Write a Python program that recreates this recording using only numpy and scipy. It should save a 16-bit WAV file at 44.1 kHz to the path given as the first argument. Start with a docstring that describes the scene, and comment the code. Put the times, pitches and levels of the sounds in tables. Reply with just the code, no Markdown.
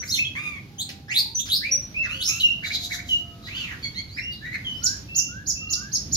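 """Caged magpie-robin in a yard.

Airflow shakes the bird's membranes into pure whistles, reedy twangs, rasps, slurs, nasal notes and a run
of sharp chips. Its claws tap the perch. Other birds whistle further off; a rooster crows far away.
House walls and trees answer, over the low rumble of distant traffic."""
import sys
import numpy as np
from scipy import signal
from scipy.fft import rfft, irfft, next_fast_len
from scipy.io import wavfile
from scipy.ndimage import uniform_filter1d, map_coordinates

SR = 44100
rng = np.random.default_rng(int(sys.argv[2]) if len(sys.argv) > 2 else 0)


def log_audio(samples):
    """Write samples as a 16-bit WAV file to the path given in sys.argv[1]."""
    # one column per channel
    frames = np.atleast_2d(samples).T
    # limit to full scale, then quantise
    limited = np.clip(frames, -1, 1)
    pcm = np.round(limited * 32767).astype(np.int16)
    wavfile.write(sys.argv[1], SR, pcm)


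N = 271653
TIME_S = np.arange(N) / SR


def amp(db):
    """Decibels to gain."""
    return 10 ** (np.asarray(db) / 20)


def unit(x):
    """x at rms 1."""
    return x / np.sqrt(np.mean(x ** 2) + 1e-20)


def along(points, hz):
    """Interpolate (frequency [Hz], value) points on a log axis."""
    knots_hz, values = np.transpose(points)
    return np.interp(np.log(hz + 1), np.log(knots_hz + 1), values)


def gate(t, start_s, end_s, edge_s):
    """1 from start to end, soft edges outside."""
    rise = np.clip((np.minimum(t - start_s, end_s - t) + edge_s) / edge_s, 0, 1)
    return np.sin(rise * np.pi / 2) ** 2


def wobble(rate_hz, size=N):
    """Smooth random curve, rate_hz knots a second."""
    knots = rng.standard_normal(size // 4 + 8)
    return map_coordinates(knots, [np.arange(size) * rate_hz / SR], mode="mirror")


def filtered(x, response):
    """Apply a gain that depends on frequency."""
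    size = next_fast_len(N + SR // 4)
    return irfft(rfft(x, size) * response(np.fft.rfftfreq(size, 1 / SR)), size)[..., :N]


def noise(spectrum):
    """Coloured noise, rms 1."""
    return unit(filtered(rng.standard_normal(N), lambda hz: amp(along(spectrum, hz))))


def glides(table, rise_db, fall_db, bend, swell=1.12):
    """Note paths (time [s], pitch [Hz], level [dB]); bend 1 glides straight, 2 rounds the crest."""
    x = np.linspace(-1, 1, num=41)
    away, before = np.abs(x), x < 0
    return [(start_s + attack_s + x * np.where(before, attack_s, release_s),
             crest_hz + (np.where(before, start_hz, end_hz) - crest_hz) * away ** bend,
             crest_db - np.where(before, rise_db, fall_db) * away ** swell)
            for start_s, attack_s, release_s, start_hz, crest_hz, end_hz, crest_db in table]


# Breath spectrum: (frequency [Hz], level [dB])
BREATH = [(3500, -35.5), (5500, 9.5), (6500, 14.5), (7800, 15), (8800, -10.5), (11500, 6), (14500, 4.5),
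          (16000, -13)]

def sing(paths, harmonics_db, jitter, flutter_db, flutter_hz, edge_s, hiss_db=-60, order=1):
    """A membrane vibrates; uneven airflow shakes it and hisses. Harmonic `order` follows each path."""
    tone, flow = np.zeros((2, N))
    for path_s, path_hz, path_db in paths:
        i = np.arange(max(0, int((path_s[0] - edge_s) * SR)), min(N, int((path_s[-1] + edge_s) * SR)))
        t = i / SR
        pitch_hz = uniform_filter1d(np.interp(t, path_s, path_hz), 160) / order  # muscles round corners
        shaken_hz = pitch_hz * (1 + jitter * wobble(flutter_hz, len(t)))
        phase = 2 * np.pi * np.cumsum(shaken_hz) / SR
        wave = sum(amp(db) * np.sin(k * phase) * (k * pitch_hz < SR / 2)
                   for k, db in enumerate(harmonics_db, 1))
        level_db = np.interp(t, path_s, path_db) + flutter_db * wobble(flutter_hz, len(t))
        level = amp(level_db) * gate(t, path_s[0], path_s[-1], edge_s)
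        tone[i] += np.sqrt(2) * wave * level
        flow[i] += level
    return tone + amp(hiss_db) * flow * noise(BREATH)


def stereo_noise(spectrum, side_db):
    """Common noise plus a side noise of opposite sign in each channel."""
    return noise(spectrum) + amp(side_db) * np.array([[1], [-1]]) * noise(spectrum)


# Rumble envelope: (time [s], level [dB])
RUMBLE_LEVEL = [(0.03, -39.5), (0.88, -44), (2.24, -43), (5.81, -41.5), (5.93, -43), (6.13, -35.5)]
# Rumble spectrum: (frequency [Hz], density [dB])
RUMBLE = [(13, -48), (22, -26.5), (54, -1), (102, 1.5), (225, -6), (296, -9.5), (407, -20), (468, -23.5),
          (560, -24), (600, -27), (780, -29), (1320, -120)]

def rumble(deep_hz=75, deep_start_db=-15, fade_s=1.54):
    """A low, distant rumble; the deepest bass fades in at the start."""
    level_db = np.interp(TIME_S, *np.transpose(RUMBLE_LEVEL))
    full = amp(level_db) * stereo_noise(RUMBLE, side_db=-15.5)
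    deep = filtered(full, lambda hz: 1 / (1 + (hz / deep_hz) ** 4))
    deep_db = deep_start_db * np.clip(1 - (TIME_S / fade_s) ** 2, 0, 1)
    return full - deep + amp(deep_db) * deep


# Air spectrum: (frequency [Hz], density [dB])
AIR = [(240, -15), (400, -5.5), (2190, -10.5), (2430, -9), (4490, -7.5), (6680, -15), (7910, -16),
       (9500, -21), (13900, -15), (15500, -28)]

def open_air():
    """A wide, slowly wavering hiss."""
    return amp(-56 + 2.9 * wobble(2.1)) * stereo_noise(AIR, side_db=-0.5)


# Whistles: (start [s], attack [s], release [s], start [Hz], crest [Hz], end [Hz], crest [dB])
WHISTLES = [ (0.0, 0.0017, 0.018, 6000, 5920, 5780, -30.5), (0.112, 0.019, .012, 3730, 4310, 4150, -19),
            (0.178, 0.017, 0.039, 2020, 2638, 2496, -20), (0.243, 0.013, 0.019, 2730, 3336, 3050, -24),
            (1.349, 0.0083, 0.032, 6180, 5970, 5990, -19.5),
            (1.714, 0.0096, 0.036, 5520, 5800, 5890, -14.5), (1.945, 0.051, 0.06, 2340, 2660, 2560, -23),
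            (2.4, 0.0089, 0.019, 3190, 3000, 3000, -20), (2.432, 0.0068, 0.0386, 2875, 2837, 2772, -11.5),
            (2.492, 0.026, 0.015, 2720, 2790, 3020, -19), (3.09, 0.048, 0.025, 3130, 2897, 2890, -17.5),
            (4.215, 0.058, 0.059, 2685, 2830, 2858, -30.5), (4.648, 0.049, 0.033, 3280, 3030, 2976, -23), ]
# Harmonics 1, 2, ... [dB]
PURE_DB = [0, -27.5, -85]

def whistles():
    """Clear notes, almost pure sines."""
    paths = glides(WHISTLES, rise_db=10.5, fall_db=7, bend=2.07, swell=1.7)
    return sing(paths, PURE_DB, jitter=0.003, flutter_db=1.2, flutter_hz=370, edge_s=0.003)


# Twangs: (start [s], attack [s], release [s], start [Hz], crest [Hz], end [Hz], crest [dB])
TWANGS = [ (0.02, 0.00815, 0.0043, 1347, 2276, 1320, -32.5), (0.352, 0.017, 0.025, 2270, 1780, 1320, -46),
          (1.61, 0.04, 0.051, 1537, 2342, 2700, -31.5), (2.626, 0.01114, 0.03, 1517, 2340, 1360, -32),
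          (2.693, 0.013, 0.0079, 1395, 2390, 2200, -31), (2.898, 0.0129, 0.034, 1470, 2257, 1417, -33),
          (2.98, 0.0137, 0.0017, 1467, 2270, 2240, -32), (4.165, .013, 0.0027, 1590, 2500, 2300, -32),
          (4.18, 0.0088, 0.0068, 2270, 2010, 2210, -29), (4.41, 0.041, 0.058, 1646, 1900, 1984, -36.5),
          (4.516, 0.0039, 0.023, 1850, 1976, 2640, -34), (4.533, 0.0119, 0.02, 2270, 2137, 1885, -31), ]
# Harmonics 1, 2, ... [dB]
REEDY_DB = [7, -9.5, -32, -22, -44]

def twangs():
    """Quick, low warbles with a reedy edge."""
    paths = glides(TWANGS, rise_db=15.5, fall_db=13.5, bend=1.2, swell=0.86)
    return sing(paths, REEDY_DB, jitter=0.019, flutter_db=3, flutter_hz=900, edge_s=0.0027, hiss_db=-17)


# Rasp bursts: (crest [s], attack [s], release [s], throat [dB], hiss [dB])
RASPS = [ (0.14, 0.11, 0.061, -41, -27.5), (1.195, 0.084, 0.029, -41, -36), (2.29, 0.082, 0.21, -38, -31.5),
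         (2.67, 0.038, 0.033, -27, -35), (2.75, 0.038, 0.013, -16.5, -29),
         (2.848, 0.066, 0.024, -26, -30.5), (2.942, 0.053, .04, -28.5, -29.5),
         (3.091, 0.035, 0.11, -39, -37.5), (3.476, 0.056, 0.02, -35, -47), (4.335, 0.037, .1, -39.5, -69.5),
         ]
# Throat spectrum: (frequency [Hz], level [dB])
THROAT = [(2500, -37), (3500, -15), (3950, 5.5), (4400, -15), (4950, -4), (5600, -42)]

def rasps(pulse_hz=420, depth=0.58, drop_db=17.5):
    """Membranes flap chaotically and chop the air into rough pulses."""
    throat, hiss, air = noise(THROAT), noise(BREATH), np.zeros(N)
    for crest_s, attack_s, release_s, throat_db, hiss_db in RASPS:
        away = np.maximum((crest_s - TIME_S) / attack_s, (TIME_S - crest_s) / release_s)
        flow = amp(-drop_db * away) * gate(TIME_S, crest_s - attack_s, crest_s + release_s, 0.0031)
        air += flow * (amp(throat_db) * throat + amp(hiss_db) * hiss)
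    flap_hz = pulse_hz * (1 + 0.15 * wobble(200))
    flaps = 1 + depth * np.sin(2 * np.pi * np.cumsum(flap_hz) / SR)
    return air * unit(flaps)


# Slurs: (start [s], attack [s], release [s], start [Hz], crest [Hz], end [Hz], crest [dB])
SLURS = [ (0.076, 0.021, 0.015, 4480, 5580, 6200, -27), (0.135, 0.007, 0.024, 4190, 3850, 2980, -26),
         (0.155, 0.0075, 0.016, 6500, 5980, 5300, -27), (1.085, 0.038, 0.011, 1668, 2480, 3000, -25.5),
         (1.145, 0.042, 0.014, 3394, 4370, 4890, -13.5), (1.49, 0.044, 0.04, 3220, 4200, 5220, -18.5),
         (2.025, 0.022, 0.032, 2160, 2040, 1132, -32), (2.195, 0.026, 0.024, 2980, 3730, 5150, -24.5),
         (2.238, .043, .028, 5420, 5356, 5740, -21), (2.255, 0.033, 0.034, 5900, 6580, 6190, -23),
         (2.397, 0.0073, 0.011, 4200, 4020, 3910, -22.5), (4.315, 0.009, 0.025, 4420, 4650, 4200, -38), ]
# Harmonics 1, 2, ... [dB]
HOARSE_DB = [1, -13.5, -11.5, -28]

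def slurs():
    """Fast, hoarse glides."""
    paths = glides(SLURS, rise_db=14.5, fall_db=11, bend=1, swell=1.36)
    return sing(paths, HOARSE_DB, jitter=0.027, flutter_db=4, flutter_hz=1100,
                edge_s=0.0047, hiss_db=-23)


# Nasal notes: (start [s], attack [s], release [s], start [Hz], crest [Hz], end [Hz], crest [dB])
NASALS = [ (0.355, 0.0344, 0.0273, 2032, 2407, 2430, -29.5), (0.425, 0.031, .13, 2494, 2431, 2130, -31.5),
          (2.095, .06, 0.077, 2406, 2995, 2967, -30), (2.285, 0.0488, 0.047, 2410, 2663, 2780, -31.5),
          (4.095, 0.15, 0.012, 4000, 5560, 5630, -45), ]
# Harmonics 1, 2, ... [dB]
NASAL_DB = [-15, 1, -15.5, -24, -80, -46.5, -30.5, -27.5]

def nasals():
    """Held notes led by the second harmonic."""
    paths = glides(NASALS, rise_db=2, fall_db=9, bend=1.6, swell=0.72)
    return sing(paths, NASAL_DB, jitter=0.011, flutter_db=3.5, flutter_hz=800,
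                edge_s=0.006, hiss_db=-19, order=2)


# Claw strikes: (time [s], level [dB])
TAPS = [(0.63, -52), (0.8915, -26), (0.9018, -34), (1.4566, -28), (1.478, -26.5)]
# Perch spectrum: (frequency [Hz], level [dB])
PERCH = [(300, -1), (1200, -1.5), (2200, 3.5), (5000, 8.5), (8000, -9), (15000, -5)]

def taps(t60_s=0.034):
    """Claws strike the dead wood of the perch."""
    blows = sum(amp(db - 60 * np.abs(TIME_S - s) / t60_s) * (TIME_S >= s) for s, db in TAPS)
    return blows * noise(PERCH)


# Faint calls: (start [s], attack [s], release [s], start [Hz], crest [Hz], end [Hz], crest [dB])
FAINT_CALLS = [ (0.7, 0.18, 0.31, 827, 790, 815, -60.5), (1.15, 0.11, .08, 840, 885, 910, -56.5),
               (3.22, 0.12, 0.13, 1330, 1282, 1253, -57), (4.745, 0.081, .012, 4740, 5640, 5460, -48.5),
               (5.61, 0.046, 0.18, 1280, 1270, 1190, -56), ]

def faint_calls():
    """Faint whistles: four low, distant ones and one thin rising note from the robin."""
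    paths = glides(FAINT_CALLS, rise_db=3, fall_db=0.5, bend=1.6)
    return sing(paths, PURE_DB, jitter=0.0084, flutter_db=4.5, flutter_hz=190, edge_s=0.0058)


# Yelps: (start [s], attack [s], release [s], start [Hz], crest [Hz], end [Hz], crest [dB])
YELPS = [(0.785, 0.014, 0.021, 3120, 3510, 4250, -27.5), (1.383, 0.013, .015, 3216, 3320, 3790, -29)]
# Harmonics 1, 2, ... [dB]
BRIGHT_DB = [0, 0, -16, -11]

def yelps():
    """Short, bright notes, rising in pitch and level to the end."""
    paths = glides(YELPS, rise_db=8, fall_db=-2.5, bend=0.9)
    return sing(paths, BRIGHT_DB, jitter=0.0097, flutter_db=3, flutter_hz=1300, edge_s=0.0038)


# Crow syllables: (start [s], attack [s], release [s], start [Hz], crest [Hz], end [Hz], crest [dB])
CROW = [ (1.7, 0.063, 0.03, 538, 566, 580, -47), (1.9, 0.095, .09, 610, 624, 610, -57.5),
        (2.13, .05, 0.025, 563, 535, 503, -52), (2.52, 0.334, .66, 639, 703, 665, -55.5), ]

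def rooster():
    """One far crow: four syllables, the last drawn out."""
    paths = glides(CROW, rise_db=6, fall_db=3, bend=2.4)
    return sing(paths, harmonics_db=[0, -25], jitter=0.004, flutter_db=0.8, flutter_hz=49, edge_s=0.04)


# Scold: (start [s], attack [s], release [s], start [Hz], crest [Hz], end [Hz], crest [dB])
SCOLD = [(3.47, .105, 0.17, 1890, 3112, 1524, -32)]
# Harmonics 1, 2, ... [dB]
HARSH_DB = [-19, 0.5, -11.5, -22, -42]

def scold():
    """A harsh, arching note led by the second harmonic."""
    paths = glides(SCOLD, rise_db=10, fall_db=12, bend=1.3)
    return sing(paths, HARSH_DB, jitter=0.022, flutter_db=5.5, flutter_hz=1100,
                edge_s=0.0054, hiss_db=-16.5, order=2)


# Squeaks: (start [s], attack [s], release [s], start [Hz], crest [Hz], end [Hz], crest [dB])
SQUEAKS = [(3.833, 0.013, 0.032, 4550, 4420, 4410, -29), (3.952, 0.0373, 0.017, 3775, 4387, 4510, -31.5)]
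# Harmonics 1, 2, ... [dB]
SQUEAKY_DB = [-44, -2.5, -7.5, 4, -25, -15, -31, -26.5, -41, -25.5]

def squeaks():
    """Brief notes led by the fourth harmonic."""
    paths = glides(SQUEAKS, rise_db=11.5, fall_db=10.5, bend=1.88)
    return sing(paths, SQUEAKY_DB, jitter=0.015, flutter_db=-1.8, flutter_hz=620,
                edge_s=0.012, hiss_db=-31, order=4)


# Seesaw notes: (attack [s], release [s], start [Hz], crest [Hz], end [Hz], crest [dB])
LOW_NOTE = (.07, .065, 1400, 1545, 1690, -37.5)
HIGH_NOTE = (0.08, 0.14, 2659.5, 2715, 2771.5, -31.5)

def seesaw(start_s=4.823, period_s=0.469, high_after_s=0.268, step_db=-1.1):
    """A neighbouring bird sings low, high, low, high, low, fading slightly."""
    beats_s = start_s + period_s * np.arange(3)
    lows = [(s, *LOW_NOTE) for s in beats_s]
    highs = [(s + high_after_s, *HIGH_NOTE) for s in beats_s[:-1]]
    paths = glides(lows + highs, rise_db=8.5, fall_db=8, bend=0.81, swell=1)
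    song = sing(paths, PURE_DB, jitter=0.011, flutter_db=0.5, flutter_hz=124, edge_s=0.008)
    fade_db = step_db * (TIME_S - beats_s.mean()) / period_s
    return amp(fade_db) * song


# Chips: (start [s], drop [s], crest [Hz], end [Hz], crest [dB])
CHIPS = [ (4.824, 0.02, 7004, 4160, -23.5), (5.143, 0.031, 6885, 5110, -23), (5.458, .026, 6820, 4870, -26),
         (5.69, 0.024, 6830, 4720, -26.5), (5.915, 0.023, 6520, 4160, -25.5),
         (6.112, 0.017, 6930, 4150, -22.5), ]
# Harmonics 1, 2 [dB]
FLICK_DB = [0, -20.5]
DROP_DB = [0, -17.5]

def chips(attack_s=0.016, hold_s=0.008, start_hz=4140):
    """A clean flick upward, a short hold, then the voice breaks and drops hoarsely."""
    flicks, drops = [], []
    for start_s, drop_s, top_hz, end_hz, db in CHIPS:
        break_s = start_s + attack_s + hold_s
        flicks.append((start_s, attack_s, hold_s, start_hz, top_hz, top_hz, db))
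        drops.append((break_s, drop_s / 2, drop_s / 2, top_hz, (top_hz + end_hz) / 2, end_hz, db))
    up = sing(glides(flicks, rise_db=20, fall_db=1.5, bend=1.3, swell=1.2), FLICK_DB,
              jitter=0.0062, flutter_db=-2.5, flutter_hz=686, edge_s=0.003, hiss_db=-24.5)
    down = sing(glides(drops, rise_db=12.5, fall_db=11, bend=0.92), DROP_DB,
                jitter=0.022, flutter_db=6.5, flutter_hz=1500, edge_s=0.0025, hiss_db=-40.5)
    return up + down


# Yard decay: (frequency [Hz], T60 [s])
YARD_T60 = [(500, 0.57), (2500, 0.39), (6000, 0.35), (14000, 0.27)]

def yard(x, direct_db, wall_db, wet_db, wall_s=0.011, gap_s=0.003, early_db=2, early_s=0.011):
    """Direct sound arrives left first; a wall ahead answers in both channels, leaves and houses later."""
    hz, t, spectra = signal.stft(rng.standard_normal((2, int(SR * 0.6))), SR, nperseg=256)
    decay = amp(-60 * t / along(YARD_T60, hz)[:, None])
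    tail = signal.istft(spectra * decay, SR, nperseg=256)[1]
    age_s = np.arange(tail.shape[1]) / SR
    tail *= (age_s > gap_s) * (1 + amp(early_db) * np.exp(-age_s / early_s))
    response = amp(wet_db) * tail / np.linalg.norm(tail, axis=1, keepdims=True)
    response[[0, 1], [0, 9]] += amp(direct_db)  # right lags 9 samples
    response[:, round(wall_s * SR)] += amp(wall_db)
    return signal.oaconvolve(x[None], response, axes=1)[:, :N]


def scene():
    """The robin nearby, other birds further off, the town behind."""
    held = yard(whistles() + nasals() + squeaks(), direct_db=-3.5, wall_db=-10, wet_db=-4)
    low = yard(twangs(), direct_db=-8, wall_db=-7, wet_db=-3.5)
    chatter = slurs() + yelps() + scold() + rasps()
    rough = yard(chatter + taps(), direct_db=-6, wall_db=-11.5, wet_db=-3)
    turned = yard(chips(), direct_db=-10.5, wall_db=-8, wet_db=4.5)  # beak points away: much echo
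    turned *= amp([[-1], [1]])
    faint = yard(seesaw() + faint_calls() + rooster(), direct_db=-2, wall_db=-21.5, wet_db=-7)
    return (held + low + rough + turned + faint + rumble() + open_air()) * amp([[-0.9], [0.9]])


def record(dry, top_hz=15750):
    """The robin's overtones dip between 7 and 10 kHz; the whole mix is shaped so and cut at top_hz."""
    # (frequency [Hz], gain [dB])
    colour = [(7000, 0), (7600, -13), (9500, -3), (11800, -2.5), (13200, -3), (14500, -3.5)]
    return filtered(dry, lambda hz: amp(along(colour, hz)) * (hz < top_hz))


dry = scene()
out = record(dry)
log_audio(out)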